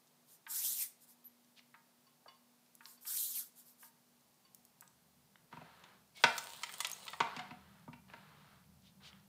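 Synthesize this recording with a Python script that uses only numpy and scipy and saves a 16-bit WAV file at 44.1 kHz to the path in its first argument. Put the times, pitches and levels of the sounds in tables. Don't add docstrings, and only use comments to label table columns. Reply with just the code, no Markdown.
import sys
import numpy as np
from scipy import signal
from scipy.fft import rfft, irfft, next_fast_len
from scipy.io import wavfile

SR = 44100
rng = np.random.default_rng(int(sys.argv[2]) if len(sys.argv) > 2 else 0)


def store_pcm(level_fs):
    pcm = np.round(np.clip(level_fs, -1, 1) * 32767).astype(np.int16)
    wavfile.write(sys.argv[1], SR, np.atleast_2d(pcm).T)


N = 409233
TIME = np.arange(N) / SR
RING_TIME = TIME[:SR // 2]

# (time [s], level [dB], cutoff [Hz], pitch of struck part [Hz], counter thud level [dB])
LID_KNOCKS = [(5.527, -50, 1670, 1290, -57), (5.57, -50.5, 1880, 1020, -55.5), (5.614, -53, 1490, 683, -59),
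              (6.238, -18, 3900, 1470, -44), (7.204, -25, 2740, 1080, -48.5),
              (7.3645, -44.5, 6040, 2400, -51), (7.508, -49, 2100, 2840, -52),
              (7.878, -51.5, 863, 1105, -49.5), (7.931, -53, 2300, 2640, -57.5),
              (8.136, -48.5, 2120, 1710, -66)]
# (frequency [Hz], density [dB])
CRACK_SPECTRUM = [(30, -45), (150, -16), (300, -6), (700, 0), (1500, -3), (2800, 1), (4500, 0), (6500, 0),
                  (9500, -2), (11500, -12), (13500, 1), (16000, 0)]


def amp(db):
    return np.exp(np.asarray(db) * (np.log(10) / 20))


def unit(x):
    return x / np.sqrt(np.mean(x ** 2) + 1e-20)


def struck(x, size=350):
    return x / np.sqrt(np.mean(x[:size] ** 2))


def read(points, hz):
    f, value = np.transpose(points)
    return np.interp(np.log(hz + 1), np.log(f + 1), value)


def colour(x, spectrum):
    size = next_fast_len(len(x))
    gain = amp(read(spectrum, np.fft.rfftfreq(size, 1 / SR)))
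    return unit(irfft(rfft(x, size) * gain, size)[:len(x)])


def cut(x, hz, kind, order=2):
    return signal.sosfilt(signal.butter(order, min(hz, SR / 2 - 100), kind, fs=SR, output="sos"), x)


def resonate(x, hz, width_hz, order=1):
    carrier = np.exp(2j * np.pi * np.cumsum(hz * np.ones(len(x))) / SR)
    pole = np.exp(-np.pi * width_hz / SR)
    baseband = signal.lfilter([(1 - pole) ** order], np.poly([pole] * order), x * carrier.conj())
    return 2 * (carrier * baseband).real


def fuzzy_tone(hz, width_hz, size=N):
    return unit(resonate(rng.standard_normal(size), hz, width_hz, order=2))


def grainy(rate_per_s, spread_db, share):
    grains = rng.standard_normal(N) * (rng.random(N) < rate_per_s / SR)
    grains *= amp(spread_db * np.minimum(rng.exponential(1, N), 4))
    return np.sqrt(share) * unit(grains) + np.sqrt(1 - share) * rng.standard_normal(N)


def patchy(x, depth_db):
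    spectra = signal.stft(x, SR, nperseg=512, noverlap=384)[2]
    patch = np.outer(np.hanning(22), np.hanning(14))
    field = unit(signal.fftconvolve(rng.standard_normal(spectra.shape), patch, "same"))
    return unit(signal.istft(spectra * amp(depth_db * field), SR, nperseg=512, noverlap=384)[1][:N])


def decay(t60_s, t=RING_TIME):
    return amp(-60 * t / t60_s)


def attack(rise_s):
    return 1 - np.exp(-RING_TIME / rise_s)


def envelope(start_s, hold_s, rise_s, release_s, fade_db_per_s):
    t = TIME - start_s
    gate = np.clip(t / rise_s, 0, 1) * np.clip(1 - (t - hold_s) / release_s, 0, 1)
    return gate * amp(-fade_db_per_s * np.maximum(t, 0))


def swells(rows):
    return sum(amp(db) * np.cos(np.pi * np.clip((TIME - s) / length_s, -.5, .5)) ** 2
               for s, db, length_s in rows)


def ring(modes, uneven_db, detune=0):
    weight, offset = rng.standard_normal((2, len(modes)))
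    out = np.zeros(len(RING_TIME))
    for k, (hz, db, t60_s) in enumerate(modes):
        tone = np.sin(2 * np.pi * hz * (1 + detune * offset[k]) * RING_TIME)
        out += (-1) ** k * amp(db + uneven_db * weight[k]) * decay(t60_s) * tone
    return out


def add(mix, s, sound):
    part = mix[round(s * SR):][:len(sound)]
    part += sound[:len(part)]


def background(air_db=-71, hum_hz=241, hum_db=-78.5, hum_dip_db=-6.5):
    # (frequency [Hz], density [dB])
    air_spectrum = [(20, -44), (60, -28), (100, -13), (150, -1.5), (220, -5.5), (320, -8), (900, -8),
                    (1500, -14), (3000, -16), (4500, -14), (7000, -16.5), (16000, -15.5)]
    # (time [s], level [dB])
    drone_levels = [(3.4, -105), (4.5, -83), (5.5, -74.5), (7.0, -75), (7.4, -66)]
    # (frequency [Hz], width [Hz], level [dB])
    drone_modes = [(78.5, 4.3, -10.5), (120, 25, -10.5), (150.5, 49, -2), (195.4, 13, -2.5)]
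    air = amp(air_db) * colour(rng.standard_normal(N), air_spectrum)
    drone_db = np.interp(TIME, *np.transpose(drone_levels))
    growth = (drone_db - drone_db.min()) / np.ptp(drone_db)
    hum = unit(np.sin(2 * np.pi * hum_hz * TIME) + .5 * fuzzy_tone(hum_hz, width_hz=7.1))
    drone = unit(sum(amp(db) * fuzzy_tone(hz, width_hz) for hz, width_hz, db in drone_modes))
    return air + amp(hum_db + hum_dip_db * growth ** 2) * hum + amp(drone_db) * drone


def kitchen(x, near_db, tail_db, near_t60_s=.046):
    # (frequency [Hz], t60 [s])
    reverb_times = [(100, .36), (400, .38), (800, .5), (3000, .42), (7000, .35), (15000, .22)]
    size = len(RING_TIME)
    hz, t, spectra = signal.stft(rng.standard_normal(size), SR, nperseg=256)
    spectra *= decay(read(reverb_times, hz)[:, None], t)
    tail = signal.istft(spectra, SR, nperseg=256)[1][:size] * attack(.012)
    near = rng.standard_normal(size) * decay(near_t60_s) * (RING_TIME > .002)
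    response = amp(tail_db) * tail / np.linalg.norm(tail) + amp(near_db) * near / np.linalg.norm(near)
    response[0] += 1
    return signal.oaconvolve(x, response)[:N]


def sleeve(centre_hz=3380, width_hz=3100):
    # (middle [s], level [dB], length [s])
    brushes = [(1.585, -62, 0.065), (6.184, -57, 0.096), (8.87, -68, 0.12), (9.067, -56.5, 0.12)]
    return swells(brushes) * cut(fuzzy_tone(centre_hz, width_hz), centre_hz / 2, "high")


def swings():
    # (start [s], hold [s], level [dB])
    moves = [(5.509, 0.39, -63.5), (7.209, 0.19, -54), (7.495, 0.29, -68), (8.076, 0.45, -65),
             (8.998, 0.12, -67.5)]
    # (frequency [Hz], density [dB])
    scrape_spectrum = [(30, -47), (300, -5), (700, -1.5), (1000, 2.5), (1500, 1), (2300, -6), (4200, -8),
                       (6000, -23), (15000, -28)]
    speed = sum(amp(db) * envelope(s, hold_s, rise_s=.012, release_s=.15, fade_db_per_s=4.5)
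                for s, hold_s, db in moves)
    return speed * colour(grainy(rate_per_s=1100, spread_db=1.5, share=.31), scrape_spectrum)


def bowl(rise_s=.003, scuff_db=-11, scuff_t60_s=.15):
    # (time [s], level [dB])
    clinks = [(2.066, -69), (2.280, -56), (2.856, -63), (2.975, -69), (4.449, -67)]
    # (frequency [Hz], level [dB], t60 [s])
    bowl_modes = [(1070, -2, 0.1), (2130, -16, 0.12), (2920, -11, 0.12), (3460, -13, 0.18),
                  (4570, 3.5, 0.054), (5600, -15, 0.071)]
    out = np.zeros(N)
    for s, db in clinks:
        noise = colour(rng.standard_normal(len(RING_TIME)), CRACK_SPECTRUM)
        scuff = struck(cut(noise, 3200, "low") * decay(scuff_t60_s))
        clink = struck(ring(bowl_modes, uneven_db=2))
        add(out, s, amp(db) * struck((clink + amp(scuff_db) * scuff) * attack(rise_s)))
    return out


def ticks(t60_s=.011, faint_per_s=3, faint_db=-75, faint_hz=7000):
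    # (time [s], level [dB], band pitch [Hz])
    snaps = [(1.593, -60.5, 3100), (2.752, -58.5, 13500), (2.856, -52, 4900), (3.173, -46, 9000),
             (4.5475, -55, 13500), (4.651, -62, 12800), (4.809, -54.5, 13500), (4.877, -63, 7000),
             (5.357, -61, 2600), (6.870, -44, 12000), (6.898, -49, 12000), (6.9153, -43, 12000),
             (7.068, -54, 4000), (8.10, -58.5, 2180), (9.13, -60, 2800)]
    out, t = np.zeros(N), TIME[:SR // 16]
    draws = rng.random((round(faint_per_s * N / SR), 2))
    faint = [(when * N / SR, faint_db, faint_hz * (.5 + pitch)) for when, pitch in draws]
    for s, db, hz in snaps + faint:
        burst = rng.standard_normal(len(t)) * decay(t60_s, t)
        snap = cut(cut(burst, hz * .55, "high"), hz * 1.15, "low", order=6)
        add(out, s, amp(db) * struck(snap))
    return out


def squeaks(width_share=.04):
    # (middle [s], level [dB], pitch [Hz], length [s])
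    whistles = [(1.264, -54, 11960, 0.06), (6.184, -60.5, 2210, 0.082), (6.933, -42, 6500, 0.012),
                (7.069, -51.5, 1036, 0.02), (7.404, -47, 732, 0.062), (7.53, -59, 735, 0.1)]
    out = np.zeros(N)
    for s, db, hz, length_s in whistles:
        size = int(length_s * SR)
        whistle = cut(fuzzy_tone(hz, width_share * hz, size), hz / 2, "high")
        add(out, s - length_s / 2, amp(db) * whistle * np.hanning(size))
    return out


def pats(t60_s=.058, rise_s=.0008, close_s=.006, dish_db=-8):
    # (time [s], level [dB], mid-glide pitch of the hollow [Hz])
    dough_pats = [(0.465, -50.5, 1820), (0.639, -67, 764), (1.741, -57, 1680), (2.259, -57, 800),
                  (2.806, -56.5, 1490), (3.0507, -59, 2270), (3.828, -58.5, 1450), (4.821, -59.5, 1400)]
    # (frequency [Hz], level [dB], t60 [s])
    dish_modes = [(916, 4, 0.23), (1234, 0, 0.31), (1640, 2, 0.18)]
    out = np.zeros(N)
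    for s, db, hz in dough_pats:
        puff = rng.standard_normal(len(RING_TIME)) * decay(t60_s) * attack(rise_s)
        falling_hz = hz * (.7 + .6 * np.exp(-RING_TIME / close_s))
        hollow = resonate(puff, falling_hz, width_hz=hz / 2)
        hollow = cut(cut(hollow, hz / 2, "high", order=4), hz * 2, "low", order=4)
        dish = amp(dish_db) * struck(ring(dish_modes, uneven_db=1))
        add(out, s, amp(db) * struck(struck(hollow) + dish))
    return out


def gap_hiss(hz, width_hz, waver_s=.028, waver_share=.035, flutter_db=1.5):
    drift, flutter = (unit(cut(rng.standard_normal(N), 1 / (2 * waver_s), "low")) for _ in range(2))
    hiss = cut(fuzzy_tone(hz * np.exp(waver_share * drift), width_hz), 1100, "high")
    return unit(hiss * amp(flutter_db * flutter))


def palms(gain_db=.5, hollow_db=-20, narrow_gap_hz=4060, finger_db=-17, finger_hz=6300):
    # (time [s], pressure [dB], palm gap resonance [Hz])
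    rubs = [
        [(.475, -63, 1500), (.508, -43, 1510), (.566, -38, 1590), (.614, -41, 2230), (.652, -35.5, 3300),
         (.73, -38.5, 4170), (.76, -43, 3630), (.795, -38.5, 2500), (.828, -36.5, 2200), (.95, -81, 1500)],
        [(3.01, -65, 1500), (3.06, -55.5, 1500), (3.076, -42, 1520), (3.15, -40, 1610), (3.182, -38, 4350),
         (3.24, -39, 3880), (3.29, -42.5, 4500), (3.33, -46, 3720), (3.366, -39, 2740), (3.398, -41.5, 1490),
         (3.5, -70, 1400)],
    ]
    # (middle [s], level [dB], length [s])
    strokes = [(0.323, -61, 0.15), (1.031, -63, 0.085), (1.108, -62.5, 0.11), (2.896, -59.5, 0.2),
               (3.591, -58.5, 0.11), (3.687, -63.5, 0.16), (3.842, -59, 0.16)]
    # (frequency [Hz], density [dB])
    skin_spectrum = [(300, -65), (900, -21), (2300, -22), (3500, -8), (5300, -5), (6500, -2.5), (8800, 2),
                     (11000, 1), (13000, 5.5), (16000, -3)]
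    pressure = sum(amp(np.interp(TIME, s, db, left=-np.inf, right=-np.inf))
                   for s, db, _ in map(np.transpose, rubs))
    knot_s, _, knot_hz = np.vstack(rubs).T
    gap_hz = np.interp(TIME, knot_s, knot_hz)
    closure = gap_hz / narrow_gap_hz
    slips = patchy(grainy(rate_per_s=3500, spread_db=2.6, share=.25), depth_db=2.2)
    hollow = amp(hollow_db) * np.sqrt(closure) * gap_hiss(gap_hz, width_hz=720)
    fingers = amp(finger_db) * gap_hiss(finger_hz * closure ** .2, width_hz=1440)
    return amp(gain_db) * (pressure + swells(strokes)) * (colour(slips, skin_spectrum) + hollow + fingers)


def sizzle(steam_db=-53, crackle_db=-59):
    # (frequency [Hz], density [dB])
    steam_spectrum = [(200, -16), (550, 0.5), (900, 2.5), (2000, -5.5), (4000, 1.5), (6000, -9), (8500, -2),
                      (11500, -15), (14000, -13), (16000, -6.5)]
    # (frequency [Hz], density [dB])
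    crackle_spectrum = [(1000, -23.5), (3500, -5), (6500, -3.5), (9000, 2), (11500, -6), (14000, 3.5),
                        (16000, 1.5)]
    bursts = patchy(grainy(rate_per_s=900, spread_db=3.2, share=.45), depth_db=1.8)
    crackles = colour(grainy(rate_per_s=81, spread_db=3, share=1), crackle_spectrum)
    boil = envelope(start_s=6.14, hold_s=1, rise_s=.11, release_s=.17, fade_db_per_s=5)
    return boil * (amp(steam_db) * colour(bursts, steam_spectrum) + amp(crackle_db) * crackles)


def counter_thuds(lag_s=.0037, rise_s=.0039):
    # (frequency [Hz], level [dB], t60 [s])
    counter_modes = [(76, -17, .2), (125, -7, .16), (160, -3, .16), (240, 2, .11), (330, -7, .05)]
    out = np.zeros(N)
    for s, *_, db in LID_KNOCKS:
        shake = cut(ring(counter_modes, uneven_db=1.5) * attack(rise_s), 90, "high")
        add(out, s + lag_s, amp(db) * struck(shake, size=900))
    return out


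def blow(cutoff_hz, part_hz, modes, t60_s, ring_db, detune, part_db=-7.5, treble_t60_s=.026):
    noise = colour(rng.standard_normal(len(RING_TIME)), CRACK_SPECTRUM)
    lows = cut(noise, 4470, "low", order=1)
    crack = lows * decay(t60_s) + (noise - lows) * decay(treble_t60_s)
    part = fuzzy_tone(part_hz, .31 * part_hz, len(RING_TIME)) * decay(t60_s)
    body = ring(modes, uneven_db=1.5, detune=detune) * attack(.0005)
    clack = struck(crack) + amp(part_db) * struck(part) + amp(ring_db) * struck(body)
    return struck(cut(clack, cutoff_hz, "low"))


def lever_clicks(lowest_hz=700):
    # (time [s], level [dB], cutoff [Hz], pitch of slipping part [Hz])
    slips = [(5.838, -57, 4100, 2950), (6.380, -36, 16000, 6500), (6.6338, -36.5, 7500, 2120),
             (6.693, -48.5, 3500, 1990), (6.739, -47.5, 14100, 8240), (6.8042, -34, 11400, 8550),
             (6.847, -34, 7040, 3480), (7.080, -42.5, 4940, 3400), (7.132, -44, 2830, 960),
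             (7.392, -42.5, 3270, 1460)]
    # (frequency [Hz], level [dB], t60 [s])
    lever_modes = [(975, -4, .055), (1350, -4, .045), (2020, -4, .08), (3540, 1, .035), (4450, -2, .035),
                   (6960, -4, .05)]
    out = np.zeros(N)
    for s, db, cutoff_hz, part_hz in slips:
        click = blow(cutoff_hz, part_hz, lever_modes, t60_s=.045, ring_db=-5, detune=.05)
        add(out, s, amp(db) * cut(click, lowest_hz, "high", order=3))
    return out


def lid_knocks(lowest_hz=299):
    # (frequency [Hz], level [dB], t60 [s])
    press_modes = [(335, -15, .08), (457, -7, .09), (610, -7, .07), (689, -15, .42), (754, -8, .1),
                   (931, 5, .085), (1002, 0, .075), (1313, -5, .06), (1378, -9, .26), (1466, 0, .075),
                   (1528, -4, .06), (2049, 4, .05), (2263, -12, .13), (2385, 4, .04), (2551, -1, .05),
                   (2719, 4.5, .05), (3350, -2, .03), (3900, 0, .03), (4280, 2, .03), (4650, 0, .025)]
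    out = np.zeros(N)
    for s, db, cutoff_hz, part_hz, _ in LID_KNOCKS:
        knock = blow(cutoff_hz, part_hz, press_modes, t60_s=.062, ring_db=-3.5, detune=.003)
        add(out, s, amp(db) * cut(knock, lowest_hz, "high", order=1))
    return out


def scene():
    press = lid_knocks() + lever_clicks() + counter_thuds()
    clatter = kitchen(press + bowl() + ticks() + pats() + sizzle() + swings(), near_db=-14, tail_db=-11)
    rubbing = kitchen(palms() + squeaks() + sleeve(), near_db=-16, tail_db=-17)
    return np.tile(clatter + rubbing + background(), (2, 1))


def record(dry):
    edge_hz = 15600
    taps = signal.firwin(511, edge_hz, window=("kaiser", 9), fs=SR)
    return signal.oaconvolve(dry, taps[None], "same")


dry = scene()
out = record(dry)
store_pcm(out)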